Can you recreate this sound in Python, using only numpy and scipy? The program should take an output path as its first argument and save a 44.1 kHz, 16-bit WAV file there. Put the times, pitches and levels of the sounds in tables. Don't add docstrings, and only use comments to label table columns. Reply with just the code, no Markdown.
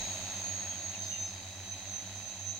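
import sys
import numpy as np
from scipy import signal
from scipy.fft import rfft, irfft, next_fast_len
from scipy.io import wavfile
from scipy.ndimage import map_coordinates

SR = 44100
rng = np.random.default_rng(int(sys.argv[2]) if len(sys.argv) > 2 else 0)


def unload_audio(sound):
    columns = np.transpose(np.atleast_2d(sound))
    steps = np.round(np.clip(columns, -1, 1) * 32767)
    wavfile.write(sys.argv[1], SR, steps.astype(np.int16))


N = 114219

# (time [s], whine frequency [Hz], level [dB])
LOW_A = [(0, 3916, -48.5), (.17, 3794, -52.5), (.48, 3741, -60), (.66, 3845, -62), (1.0, 3760, -54),
         (1.19, 3716, -54.5), (1.38, 3814, -55.5), (1.82, 3867, -57), (2.0, 3830, -56), (2.28, 3865, -57.5),
         (2.36, 3914, -56), (2.45, 3862, -56.5), (2.59, 3886, -52.5)]
LOW_B = [(0, 4218, -60), (.38, 4273, -63), (.9, 4260, -63.5), (1.15, 4194, -64), (1.65, 4134, -73),
         (1.85, 4220, -66), (2.2, 4128, -73), (2.59, 4160, -70)]
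LOW_C = [(0, 3873, -52), (.25, 3932, -68), (.65, 3974, -87), (1.22, 3935, -78), (1.34, 4017, -66),
         (1.45, 3988, -67), (1.76, 3995, -56), (1.93, 4020, -74), (2.59, 3985, -70)]
# (time [s], whine frequency [Hz], level [dB])
HIGH_A = [(0, 6155, -63), (.2, 6218, -50), (.45, 6224, -49), (.56, 6170, -68), (.88, 6204, -49.5),
          (1.36, 6097, -59), (1.52, 6008, -64), (1.64, 6120, -53.5), (1.73, 6186, -41), (1.81, 6080, -72),
          (1.89, 6194, -47), (1.97, 6210, -39), (2.07, 6162, -56), (2.3, 6172, -44), (2.38, 6088, -63),
          (2.49, 6216, -39.5), (2.59, 6263, -51.5)]
HIGH_B = [(0, 6573, -43), (.12, 6610, -41), (.2, 6580, -50), (.28, 6584, -44), (.37, 6420, -45),
          (.49, 6605, -38.5), (.58, 6557, -41.5), (.71, 6537, -40), (.8, 6610, -44.5), (.88, 6540, -41),
          (1.0, 6683, -53), (1.22, 6770, -51), (1.36, 6760, -68), (1.88, 6915, -70), (2.38, 6924, -64),
          (2.59, 6800, -61)]
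HIGH_C = [(0, 6390, -70), (.25, 6435, -56), (.58, 6352, -68), (.9, 6293, -58), (1.02, 6274, -42.5),
          (1.12, 6225, -40), (1.165, 6170, -43), (1.22, 6198, -35.5), (1.27, 6228, -41), (1.34, 6350, -55),
          (2.59, 6443, -83)]
LOW_ORDER, HIGH_ORDER = 42, 63
# (motor curve, whine order [cycles per pass], slap gain [dB], whine left minus right [dB])
ROTORS = [(LOW_A, LOW_ORDER, -8, 0.89), (LOW_B, LOW_ORDER, -8, -14.5), (LOW_C, LOW_ORDER, 0, -0.8),
          (HIGH_A, HIGH_ORDER, -6.5, -7), (HIGH_B, HIGH_ORDER, -12, -3), (HIGH_C, HIGH_ORDER, -11, -3.18)]
# (frequency [Hz], level before slap gain and swell [dB])
BLADE_SPECTRUM = [(190, -61), (285, -69.5), (440, -80), (570, -68), (770, -67), (1150, -78), (1900, -75.5)]
# (time [s], gain [dB])
AIR_SWELL = [(0, 4.5), (.4, 3), (.7, 1), (1.1, -0.5), (1.55, -1.5), (2.2, -0.97), (2.59, -3)]
THROB_DIPS = [-.07, .05, .195, .31, .46, .62, .74, .83, .94, 1.16, 1.3, 1.42, 1.54, 1.67, 1.81, 1.97, 2.32,
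              2.6]
# (frequency [Hz], left relative level [dB], right relative level [dB])
RUSH_SPECTRUM = [(25.6, -90, -79), (59.6, -80.5, -80.5), (147, -83.5, -87), (243, -84, -83),
                 (355, -82, -86), (444, -103.5, -90.5), (622, -81, -80), (910, -82.5, -87),
                 (1070, -90.5, -90.5), (1625, -91, -90), (2020, -81.5, -82), (2170, -83.5, -99.5),
                 (2628, -78, -83), (2860, -91.5, -88), (3135, -77.5, -92), (3560, -90.5, -83),
                 (3860, -81.5, -79.5), (5130, -90, -86.5), (5800, -99, -90.5), (7130, -84.5, -82.5),
                 (7710, -94.5, -89.5), (8770, -103, -91.5), (10470, -105, -102), (14900, -106, -100),
                 (15600, -103, -95.5)]
# (frequency [Hz], amplitude share [0-1])
CHOPPED_SHARE = [(200, 0.48), (650, 0.49), (1400, 0.83), (2600, 0.67), (12000, 0.28)]
# (frequency [Hz], correlation [-1 to 1])
EAR_LIKENESS = [(30, 0.37), (80, 0.91), (700, 0.96), (1300, 0.51), (2400, 0.52), (4400, 0), (15000, 0.023)]
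# (centre [Hz], width [Hz], left relative level [dB], right relative level [dB])
RING_BANDS = [(6209, 150, -7, 6.5), (6562, 240, -1, 3.5)]
# (time [s], level before a 3 dB cut [dB])
RING_LEVEL = [(0, -39.5), (.7, -41), (1.25, -43), (1.36, -45), (1.6, -48), (1.95, -41.5), (2.15, -45.5),
              (2.38, -42), (2.5, -41.5)]
# (start [s], length [s], start pitch [Hz], end pitch [Hz], level [dB],
# left minus right [dB], buzz [0-1])
CHIRPS = [(.665, .125, 3370, 3030, -59, 14, .25), (.937, .03, 2870, 2590, -53.5, 18, 0),
          (1.015, .063, 4600, 4950, -55.5, 7, 1), (1.079, .007, 4500, 5400, -50, 7, 0),
          (1.11, .072, 2870, 2790, -54.5, 18, .15), (1.253, .065, 5550, 4950, -57.5, 0, .2),
          (1.32, .1, 4950, 4500, -60.5, 1, .7), (1.432, .008, 4450, 4750, -50, 4, 0)]
# (centre time [s], half length [s], centre [Hz], half width [octaves], level [dB])
RUSTLE = (1.08, .07, 8000, 1.2, -60)
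# (centre time [s], half length [s], centre [Hz], half width [octaves], level [dB])
BUMP = (.022, .024, 60, .6, -47)

SLAP_SMEAR = 0.79
SPEED_JITTER, JITTER_RATE = 0.001, 70
FLUTTER_DB, FLUTTER_RATE = 1.76, 22
LOAD_DEPTH = 0.19
THROB_DB, PARTNER_DB = -53.5, -2.5
THROB_WAVER_DB, THROB_WAVER_RATE = 1.5, 7.33
RUSH_DB = -47
CHOP_SHARP = 4
BUZZ_RATE, BUZZ_SWEEP_HZ = 185, 400
QUAVER_HZ = 65
ECHO_T60, ECHO_DB = .14, -13
TOP_HZ = 15800

TIME = np.arange(N) / SR


def amp(db):
    return 10 ** (np.asarray(db) / 20)


def unit(x):
    return x / np.sqrt(np.mean(x ** 2) + 1e-20)


def along(points, hz):
    f, *columns = np.transpose(points)
    return np.array([np.interp(np.log(hz + 1), np.log(f + 1), c) for c in columns])


def curves(rows):
    s, *columns = np.transpose(rows)
    return [np.interp(TIME, s, c) for c in columns]


def wobble(rate):
    knots = rng.standard_normal(4096)
    return map_coordinates(knots, [TIME * rate], mode="wrap")


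def filtered(x, response):
    m = next_fast_len(N + SR // 4)
    hz = np.fft.rfftfreq(m, 1 / SR)
    return irfft(rfft(x, m) * response(hz), m)[..., :N]


def stereo_noise():
    def mid_side_gains(hz):
        angle = np.arccos(np.clip(along(EAR_LIKENESS, hz)[0], -1, 1)) / 2
        return np.array([np.cos(angle), np.sin(angle)])

    mid, side = filtered(rng.standard_normal((2, N)), mid_side_gains)
    return np.array([mid + side, mid - side])


def rotor(motor, order, slap_db, pan_db):
    whine_hz, level_db = curves(motor)
    pass_hz = whine_hz / order * (1 + SPEED_JITTER * wobble(JITTER_RATE))
    phase = 2 * np.pi * (np.cumsum(pass_hz) / SR + rng.random())

    slap = 0
    for k in range(2, 20):
        overtone_db = slap_db + along(BLADE_SPECTRUM, k * pass_hz.mean())[0]
        slap = slap + amp(overtone_db) * np.sin(k * phase + SLAP_SMEAR * rng.standard_normal())
    hum = amp(curves(AIR_SWELL)[0]) * slap

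    ears = []
    for side in (1, -1):
        gain = amp(level_db + side * pan_db / 2 + FLUTTER_DB * wobble(FLUTTER_RATE))
        ears.append(gain * np.sin(order * phase + wobble(FLUTTER_RATE) / 2))
    load = 1 + LOAD_DEPTH * np.sin(phase / 2)
    return np.sqrt(2) * (hum + np.array(ears) * load), phase


def throb(phase):
    slip = 2 * np.pi * np.interp(TIME, THROB_DIPS, np.arange(len(THROB_DIPS)))
    level = amp(THROB_DB + THROB_WAVER_DB * wobble(THROB_WAVER_RATE))
    return np.sqrt(2) * level * (np.sin(phase) - amp(PARTNER_DB) * np.sin(phase - slip))


def rush(phases):
    passes = 0
    for (_, _, slap_db, _), phase in zip(ROTORS, phases):
        pulse = np.exp(CHOP_SHARP * (np.cos(phase) - 1))
        passes = passes + amp(slap_db) * pulse * stereo_noise()

    def share(hz):
        return np.clip(along(CHOPPED_SHARE, hz)[0], 0, 1)

    chopped = filtered(unit(passes), share)
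    steady = filtered(stereo_noise(), lambda hz: np.sqrt(1 - share(hz) ** 2))
    air = filtered(chopped + steady, lambda hz: amp(along(RUSH_SPECTRUM, hz)))
    return amp(RUSH_DB + curves(AIR_SWELL)[0]) * unit(air)


def ringing(flicker_db=0.1, rate=25):
    def bands(hz):
        response = 0
        for centre, width, left_db, right_db in RING_BANDS:
            peak = 1 / (1 + (2 * (hz - centre) / width) ** 2) ** 1.1
            response = response + amp([[left_db], [right_db]]) * peak
        return response

    noise = unit(filtered(rng.standard_normal((2, N)), bands))
    return amp(curves(RING_LEVEL)[0] - 3 + flicker_db * wobble(rate)) * noise


def bird():
    song = np.zeros((2, N))
    for start, length, from_hz, to_hz, db, pan_db, buzz in CHIRPS:
        u = np.clip((TIME - start) / length, 0, 1)
        beat = 2 * np.pi * BUZZ_RATE * (TIME - start) + wobble(BUZZ_RATE / 2) / 2
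        glide = from_hz + (to_hz - from_hz) * u
        hz = glide + buzz * BUZZ_SWEEP_HZ * np.sin(beat) + QUAVER_HZ * wobble(BUZZ_RATE)
        swell = np.sqrt(4 * u * (1 - u)) * (1 + buzz * np.cos(beat))
        tone = np.sqrt(2) * swell * np.sin(2 * np.pi * np.cumsum(hz) / SR)
        song += amp([[db + pan_db / 2], [db - pan_db / 2]]) * tone

    tail = rng.standard_normal((2, SR // 2)) * amp(-60 * TIME[:SR // 2] / ECHO_T60)
    echo = signal.fftconvolve(song, tail / np.linalg.norm(tail[0]), axes=1)[:, :N]
    return song + amp(ECHO_DB) * echo


def puff(at_s, half_s, centre_hz, octaves, db):
    def band(hz):
        return np.exp(-(np.log2((hz + 1) / centre_hz) / octaves) ** 2)

    swell = np.exp(-((TIME - at_s) / half_s) ** 2)
    return amp(db) * swell * unit(filtered(stereo_noise(), band))


def scene():
    tones, phases = zip(*[rotor(*row) for row in ROTORS])
    nearest = phases[3]
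    drone = sum(tones) + throb(nearest) + rush(phases) + ringing()
    return drone + bird() + puff(*RUSTLE) + puff(*BUMP)


def record(dry):
    return filtered(dry, lambda hz: hz < TOP_HZ)


dry = scene()
out = record(dry)
unload_audio(out)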